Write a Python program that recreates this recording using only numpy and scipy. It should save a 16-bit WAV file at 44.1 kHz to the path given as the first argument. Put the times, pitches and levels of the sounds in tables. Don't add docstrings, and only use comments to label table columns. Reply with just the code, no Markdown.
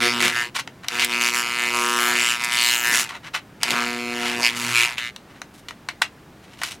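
import sys
import numpy as np
from scipy import signal
from scipy.fft import rfft, irfft
from scipy.io import wavfile
from scipy.ndimage import uniform_filter1d, map_coordinates

SR = 44100
rng = np.random.default_rng(int(sys.argv[2]) if len(sys.argv) > 2 else 0)


def store_pcm(level_fs):
    pcm = np.round(np.clip(level_fs, -1, 1) * 32767).astype(np.int16)
    wavfile.write(sys.argv[1], SR, np.atleast_2d(pcm).T)


N = 299880
TIME = np.arange(N) / SR
SLAP_HZ = 119.9
ROOM_T60_S = 0.12

# start_s, end_s, level_db, rim_db
ERASING_PASSES = [(-.1, 0.377, -26, -13.5), (0.873, 2.975, -27.5, -10.5), (3.599, 4.849, -26.5, -11.5)]
# start_s, end_s, level_db, pitch_hz, width_hz, rim_db
DISK_CATCHES = [(.005, 0.068, -20, 2240, 645, -12.5), (0.191, 0.27, -21, 2180, 1280, -8),
                (0.308, 0.42, -27.5, 1840, 447, -11.5), (0.981, 1.03, -21, 2490, 1500, -14),
                (1.104, 1.15, -26.5, 2540, 676, -30), (1.194, 1.285, -23.5, 2330, 2430, -7.5),
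                (1.325, 1.395, -26.5, 1880, 990, -2.5), (1.57, 1.68, -27.5, 2060, 500, -10.5),
                (1.725, 2.11, -26.5, 1100, 1290, -5.5), (1.968, 2.154, -26.5, 1840, 900, -9.5),
                (2.145, 2.315, -23.5, 2330, 790, -8.5), (2.434, 2.41, -17, 2020, 1180, 1.5),
                (2.505, 2.74, -24, 2470, 890, -6), (2.828, 2.953, -24, 1840, 444, -5),
                (2.914, 3.005, -25.5, 2240, 2980, 1), (3.695, 3.682, -18.5, 3100, 1580, -4.5),
                (3.72, 3.822, -27, 1180, 1000, -36), (3.96, 4.1, -39.5, 2800, 350, -26),
                (4.25, 4.29, -32, 2800, 1200, -9), (4.382, 4.44, -29.5, 820, 400, -5.5),
                (4.424, 4.47, -19, 2510, 690, -12), (4.546, 4.84, -34.5, 2140, 3100, -0.5),
                (4.733, 4.83, -19.5, 2470, 520, -10), (4.964, 5.065, -30.5, 2230, 900, -21.5)]
# start_s, end_s, added_looseness (0 to 1)
DISK_SLIDES = [(0.191, 0.298, 0.83), (0.852, 1.018, 0.33), (2.913, 3.14, 0.86), (3.602, 3.72, 0.54),
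               (4.179, 4.311, 0.35), (4.478, 4.705, 0.36), (4.75, 4.912, 0.19)]
# time_s, dip_db, half_length_s
DISK_LIFTS = [(0.332, -12, 0.018), (1.067, -11, 0.019), (1.308, -33, 0.008), (2.385, -6, 0.013),
              (4.047, -7.5, 0.15), (4.508, -7, 0.16)]
# time_s, lag_ms
LANDING_LAG = [(.45, 4.2), (1.1, 2.85), (2.0, 3.24), (2.6, 2.3), (4.2, 2.28), (4.7, 2.52), (4.88, 3.6),
               (5.0, 2.2)]
# pitch_hz, width_hz, level_db
SHELL_RESONANCES = [(849, 177, 4.5), (1404, 270, 3), (2130, 850, 3.5), (2540, 540, 2.5), (4150, 1800, -6.5)]
# pitch_hz, width_hz, level_db
RIM_RESONANCES = [(6700, 3900, 2.5), (10650, 1600, -1.5)]
# start_s, end_s, level_db, pitch_hz
SHUTTER_PINCHES = [(0.02, 0.115, -32, 4936), (1.984, 2.093, -34, 11900), (2.182, 2.304, -31, 7200),
                   (2.566, 2.724, -26, 3950), (2.59, 2.79, -30, 7600), (2.608, 2.89, -34, 13100),
                   (4.413, 4.446, -24.5, 4980)]
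# time_s, second_harmonic_db, overtones_db
CASE_HUM = [
    [(0, -22, -31), (.07, -36.5, -22), (.14, -29, -42), (.24, -29.5, -30.5), (.33, -44, -39),
     (.48, -61, -44)],
    [(.9, -43, -39), (1.17, -35.5, -36.5), (1.5, -45.5, -44), (1.82, -35.5, -31), (2.16, -35.5, -31),
     (2.35, -47.5, -46), (3.03, -45, -43.5)],
    [(3.64, -42, -40), (3.76, -31, -34.5), (4.39, -31.5, -31.5), (4.48, -40, -40.5), (4.67, -31.5, -36),
     (4.84, -59, -36.5)],
]
# multiple_of_slap_rate, level_db
HUM_OVERTONES = [(3, -1), (4, -6), (5, -14.5), (6, -8.5)]
# time_s, level_db
DISK_SWING = [(.3, -42), (.6, -59.5), (3.75, -54), (4.5, -49), (4.72, -34), (5.1, -67)]
# time_s, level_db, pitch_hz, chatter_db
DISK_CLACKS = [(0.561, -19.5, 2650, -5), (0.59, -24, 1400, -14), (.675, -26.5, 1830, -37),
               (0.884, -14, 4500, -39), (1.047, -11.5, 7600, -39), (3.091, -30, 3200, 11),
               (3.344, -24, 1450, 10), (3.632, -9.5, 4700, -12), (4.981, -19.5, 3070, 4.5),
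               (5.162, -27.5, 3440, -31), (5.417, -25, 2400, -23), (5.685, -26.5, 3500, 0),
               (5.708, -28.5, 1880, -13), (5.887, -18.5, 2180, -4.5), (6.016, -20, 1600, -4),
               (6.019, -9, 2640, -9.5), (6.616, -23, 1830, 0), (6.634, -17, 4600, 1)]
# pitch_hz, width_hz, level_db
FREE_DISK_RESONANCES = [(886, 630, 1.5), (1520, 350, 3.5), (1990, 384, 2), (2900, 590, 0.5),
                        (3890, 620, -2.5), (5460, 1270, -4), (7900, 8700, -10)]
# start_s, end_s, level_db, pitch_hz
DISK_RUBS = [(0.542, 0.624, -26, 3500), (0.829, 0.885, -37.5, 1750), (3.09, 3.19, -34.5, 1510),
             (3.23, 3.308, -37.5, 1848), (3.331, 3.403, -27, 2340), (4.18, 4.324, -33, 2520),
             (5.28, 5.427, -50, 1920), (5.532, 5.62, -52, 7350), (6.386, 6.633, -53, 3400),
             (6.58, 6.777, -37, 4900)]
# time_s, level_db
HAND_KNOCKS = [(0.25, -32.5), (2.931, -37), (3.725, -33.5), (4.4, -36.5)]
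# frequency_hz, relative_level_db
ROOM_SPECTRUM = [(25, -15), (135, -1), (290, -2.5), (450, -9), (1700, -16), (4500, -26.5), (14000, -36)]


def rattle(echo_db=-10.5, lowest_hz=610):
    blows = slaps()
    blows = even_bands(blows + from_db(echo_db) * echoes(blows, dull_hz=5900))
    framing = dict(fs=SR, nperseg=512, noverlap=384)
    f, t, frames = signal.stft(rms_one(blows), **framing)
    response = ringing(pressed_disk(f[:, None] + 1, t))
    _, rung = signal.istft(frames * response, **framing)
    return cut(rung[:N], lowest_hz, "high", order=4)


def slaps(jitter_s=.00005, spread_s=0.0002556, wander_s=0.000198, uneven_db=-6.5, bounce_s=.003):
    shifts_per_s, loose_lag_s = 7, 0.000965
    t = np.arange(int(N / SR * SLAP_HZ)) / SLAP_HZ
    loose = looseness(t)
    t = t + curve(LANDING_LAG, t) / 1000 + loose_lag_s * loose
    out = 0
    for corner in range(4):
        seat = np.floor(shifts_per_s * t + rng.random())
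        late = corner * spread_s + np.sqrt(corner) * wander_s * drift(1, seat)
        shake = jitter_s * (1 + corner) * loose * rng.standard_normal(len(t))
        size_db = 2.4 * drift(12, t) + uneven_db * loose * rng.standard_normal(len(t))
        out = out + clicks(t + late + shake, (-1) ** (corner // 2) * from_db(size_db))
    bounce_delays = bounce_s * rng.exponential(size=(len(t), 14))
    bounce_sizes = loose[:, None] * rng.standard_normal(bounce_delays.shape)
    return out + clicks(t[:, None] + bounce_delays, bounce_sizes)


def looseness(t, resting=0.13, ease_s=0.0376):
    sliding = sum(amount * swell(start, end, ease_s, ease_s, t) for start, end, amount in DISK_SLIDES)
    return np.clip(resting + sliding, 0, 1)


def pressed_disk(f, t, approach_s=0.079, withdraw_s=0.13, grab_s=0.02, let_go_s=0.052):
    shell, rim = body_tone(f, SHELL_RESONANCES), body_tone(f, RIM_RESONANCES)
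    touch = from_db(sum(dip_db * np.exp(-((t - s) / half_s) ** 2) for s, dip_db, half_s in DISK_LIFTS))
    power = 0
    for start, end, db, rim_db in ERASING_PASSES:
        pull = from_db(db) * touch * swell(start, end, approach_s, withdraw_s, t)
        power = power + pull ** 2 * (shell + from_db(rim_db) ** 2 * rim)
    for start, end, db, hz, width, rim_db in DISK_CATCHES:
        grip = from_db(db) * swell(start, end, grab_s, let_go_s, t)
        snarl = mean_one(peak(f, hz, width) * peak(f, hz, 2 * hz)) + from_db(rim_db) ** 2 * rim
        power = power + grip ** 2 * snarl
    for start, end, db, hz in SHUTTER_PINCHES:
        pinch = from_db(db) * swell(start, end, grab_s, let_go_s, t)
        power = power + pinch ** 2 * mean_one(peak(f, hz, hz / 6) * peak(f, hz, hz / 2))
    return power


def hum(dulling=0.18, waver_db=2.5, fade_s=0.025):
    gate = sum(swell(rows[0][0], rows[-1][0], fade_s, fade_s) for rows in CASE_HUM)
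    times, *levels = np.vstack(CASE_HUM).T
    second_db, overtones_db = (np.interp(TIME, times, db) for db in levels)
    phase = 2 * np.pi * SLAP_HZ * (TIME - curve(LANDING_LAG) / 1000)
    dull_db = dulling * np.minimum(overtones_db - np.median(overtones_db), 0)
    overtones = 0
    for multiple, db in HUM_OVERTONES:
        size = from_db(db + (multiple - 3) * dull_db + waver_db * drift(5))
        overtones = overtones + size * np.cos(multiple * (phase - 1) + .5 * drift(5))
    case = from_db(second_db) * np.cos(2 * phase - 2) + from_db(overtones_db) * overtones
    swing = from_db(curve(DISK_SWING)) * np.cos(phase - 1)
    return gate * case + swing


def clacks(contact_s=0.0014, chatter_t60_s=0.1, ring_db=-1.5, ring_width_hz=200):
    out, t = np.zeros(N + SR), TIME[:SR // 5]
    for s, db, hz, chatter_db in DISK_CLACKS:
        force = np.exp(-t / contact_s) + from_db(chatter_db - 60 * t / chatter_t60_s) / 2
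        hit = contact(resonate(rng.standard_normal(len(t)) * force, FREE_DISK_RESONANCES), hz)
        hit = hit + resonate(hit, [(hz, ring_width_hz, ring_db)])
        loudest = np.sqrt(uniform_filter1d(hit * hit, size=88).max())
        out[round(s * SR):][:len(t)] += from_db(db) * hit / loudest
    return out[:N]


def rubs(grains_per_s=3000, grain_db=1.5, clump_db=5.5, rise=0.23, fall=0.32):
    size_db = grain_db * np.minimum(rng.exponential(size=N), 4) + clump_db * drift(50)
    sizes = from_db(size_db) * rng.standard_normal(N)
    grains = resonate(sizes * (rng.random(N) < grains_per_s / SR), FREE_DISK_RESONANCES)
    out = np.zeros(N)
    for start, end, db, hz in DISK_RUBS:
        part = slice(int(start * SR), int(end * SR))
        progress = np.linspace(0, 1, len(out[part]))
        stroke = np.clip(np.minimum(progress / rise, (1 - progress) / fall), 0, 1)
        out[part] += from_db(db) * stroke * rms_one(contact(grains[part], hz))
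    return out


def knocks(band_hz=(120, 560), fade_s=0.05):
    rumble = rms_one(cut(rng.standard_normal(N), band_hz, "band"))
    return rumble * sum(from_db(db) * np.exp(-np.abs(TIME - s) / fade_s) for s, db in HAND_KNOCKS)


def echoes(x, dull_hz, first_s=0.00118):
    t = TIME[:SR // 3]
    noise = cut(rng.standard_normal(len(t)), dull_hz, "low", order=1)
    tail = noise * from_db(-60 * t / ROOM_T60_S) * (t > first_s)
    return signal.fftconvolve(x, tail / np.linalg.norm(tail))[:N]


def room_tone(level_db=-47, side_db=-45.0):
    hz, db = np.transpose(ROOM_SPECTRUM)
    f = np.arange(N // 2 + 1) * SR / N
    colour = from_db(np.interp(np.log(f + 1), np.log(hz), db))
    mid, side = (rms_one(irfft(rfft(white) * colour, N)) for white in rng.standard_normal((2, N)))
    return from_db(level_db) * (mid + from_db(side_db) * side * [[1], [-1]])


def contact(x, hz):
    return cut(x, [hz / 2, min(hz * 2, .45 * SR)], "band", order=1)


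def resonate(x, resonances):
    out = 0
    for k, (hz, width, db) in enumerate(resonances):
        r = np.exp(-np.pi * width / SR)
        poles = [1, -2 * r * np.cos(2 * np.pi * hz / SR), r * r]
        ring = (1 - r * r) / 2 * signal.lfilter([1, 0, -1], poles, x + 1e-18)
        out = out + (-1) ** k * from_db(db) * ring
    return out


def peak(f, hz, width):
    return 1 / (1 + ((f * f - hz * hz) / (f * width)) ** 2)


def body_tone(f, resonances):
    powers = (from_db(db) ** 2 * peak(f, hz, width) * peak(f, hz, hz) for hz, width, db in resonances)
    return mean_one(sum(powers))


def ringing(power):
    cepstrum = irfft(np.log(power + 1e-9), axis=0)
    cepstrum[0] /= 2
    cepstrum[len(cepstrum) // 2:] = 0
    return np.exp(rfft(cepstrum, axis=0))


def even_bands(x):
    edges_hz = np.geomspace(750, 13000, 14)
    lows = [signal.sosfiltfilt(signal.butter(4, hz, fs=SR, output="sos"), x) for hz in edges_hz]
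    bands = np.diff([0 * x] + lows + [x], axis=0)
    widths_hz = np.diff([0, *edges_hz, SR / 2])
    return sum(np.sqrt(width) * even(band) for band, width in zip(bands, widths_hz))


def even(x):
    size = round(3 * SR / SLAP_HZ)
    power = uniform_filter1d(uniform_filter1d(x * x, size), size)
    return x / np.sqrt(np.abs(power) + 1e-12)


def clicks(times, sizes):
    at = np.ravel(times)[:, None] * SR
    taps = np.floor(at).astype(int) + np.arange(-3, 5)
    shape = np.sinc(taps - at) * np.sinc((taps - at) / 4) * (taps >= 0) * (taps < N)
    pulses = shape * np.ravel(sizes)[:, None]
    return np.bincount(np.clip(taps, 0, N - 1).ravel(), pulses.ravel(), N)


def swell(start, end, attack_s, release_s, t=TIME):
    return np.clip(np.minimum((t - start) / attack_s, 1 - (t - end) / release_s), 0, 1)


def drift(rate, t=TIME):
    return map_coordinates(rng.standard_normal(1024), [t * rate], mode="wrap")


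def curve(rows, t=TIME):
    return np.interp(t, *np.transpose(rows))


def cut(x, hz, kind, order=3):
    return signal.sosfilt(signal.butter(order, hz, kind, fs=SR, output="sos"), x + 1e-18)


def from_db(db):
    return 10 ** (np.asarray(db) / 20)


def rms_one(x):
    return x / np.sqrt(np.mean(x ** 2) + 1e-20)


def mean_one(power):
    return power / power.mean()


def scene(echo_db=-13.0, side_db=-20.5, left_db=0.4):
    left_right = np.array([[1], [-1]])
    handling = clacks() + rubs()
    handling = handling + from_db(echo_db) * echoes(handling, dull_hz=8150)
    near = rattle() + hum() + knocks() + room_tone() + handling * from_db(left_db * left_right)
    above_bass = cut(near.mean(0), 530, "high", order=4)
    return near + from_db(side_db) * echoes(above_bass, dull_hz=13700) * left_right


def record(dry, cutoff_hz=16200):
    rounded = dry / (1 + dry ** 6) ** (1 / 6)
    return signal.sosfilt(signal.ellip(10, .2, 80, cutoff_hz, fs=SR, output="sos"), rounded)


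dry = scene()
out = record(dry)
store_pcm(out)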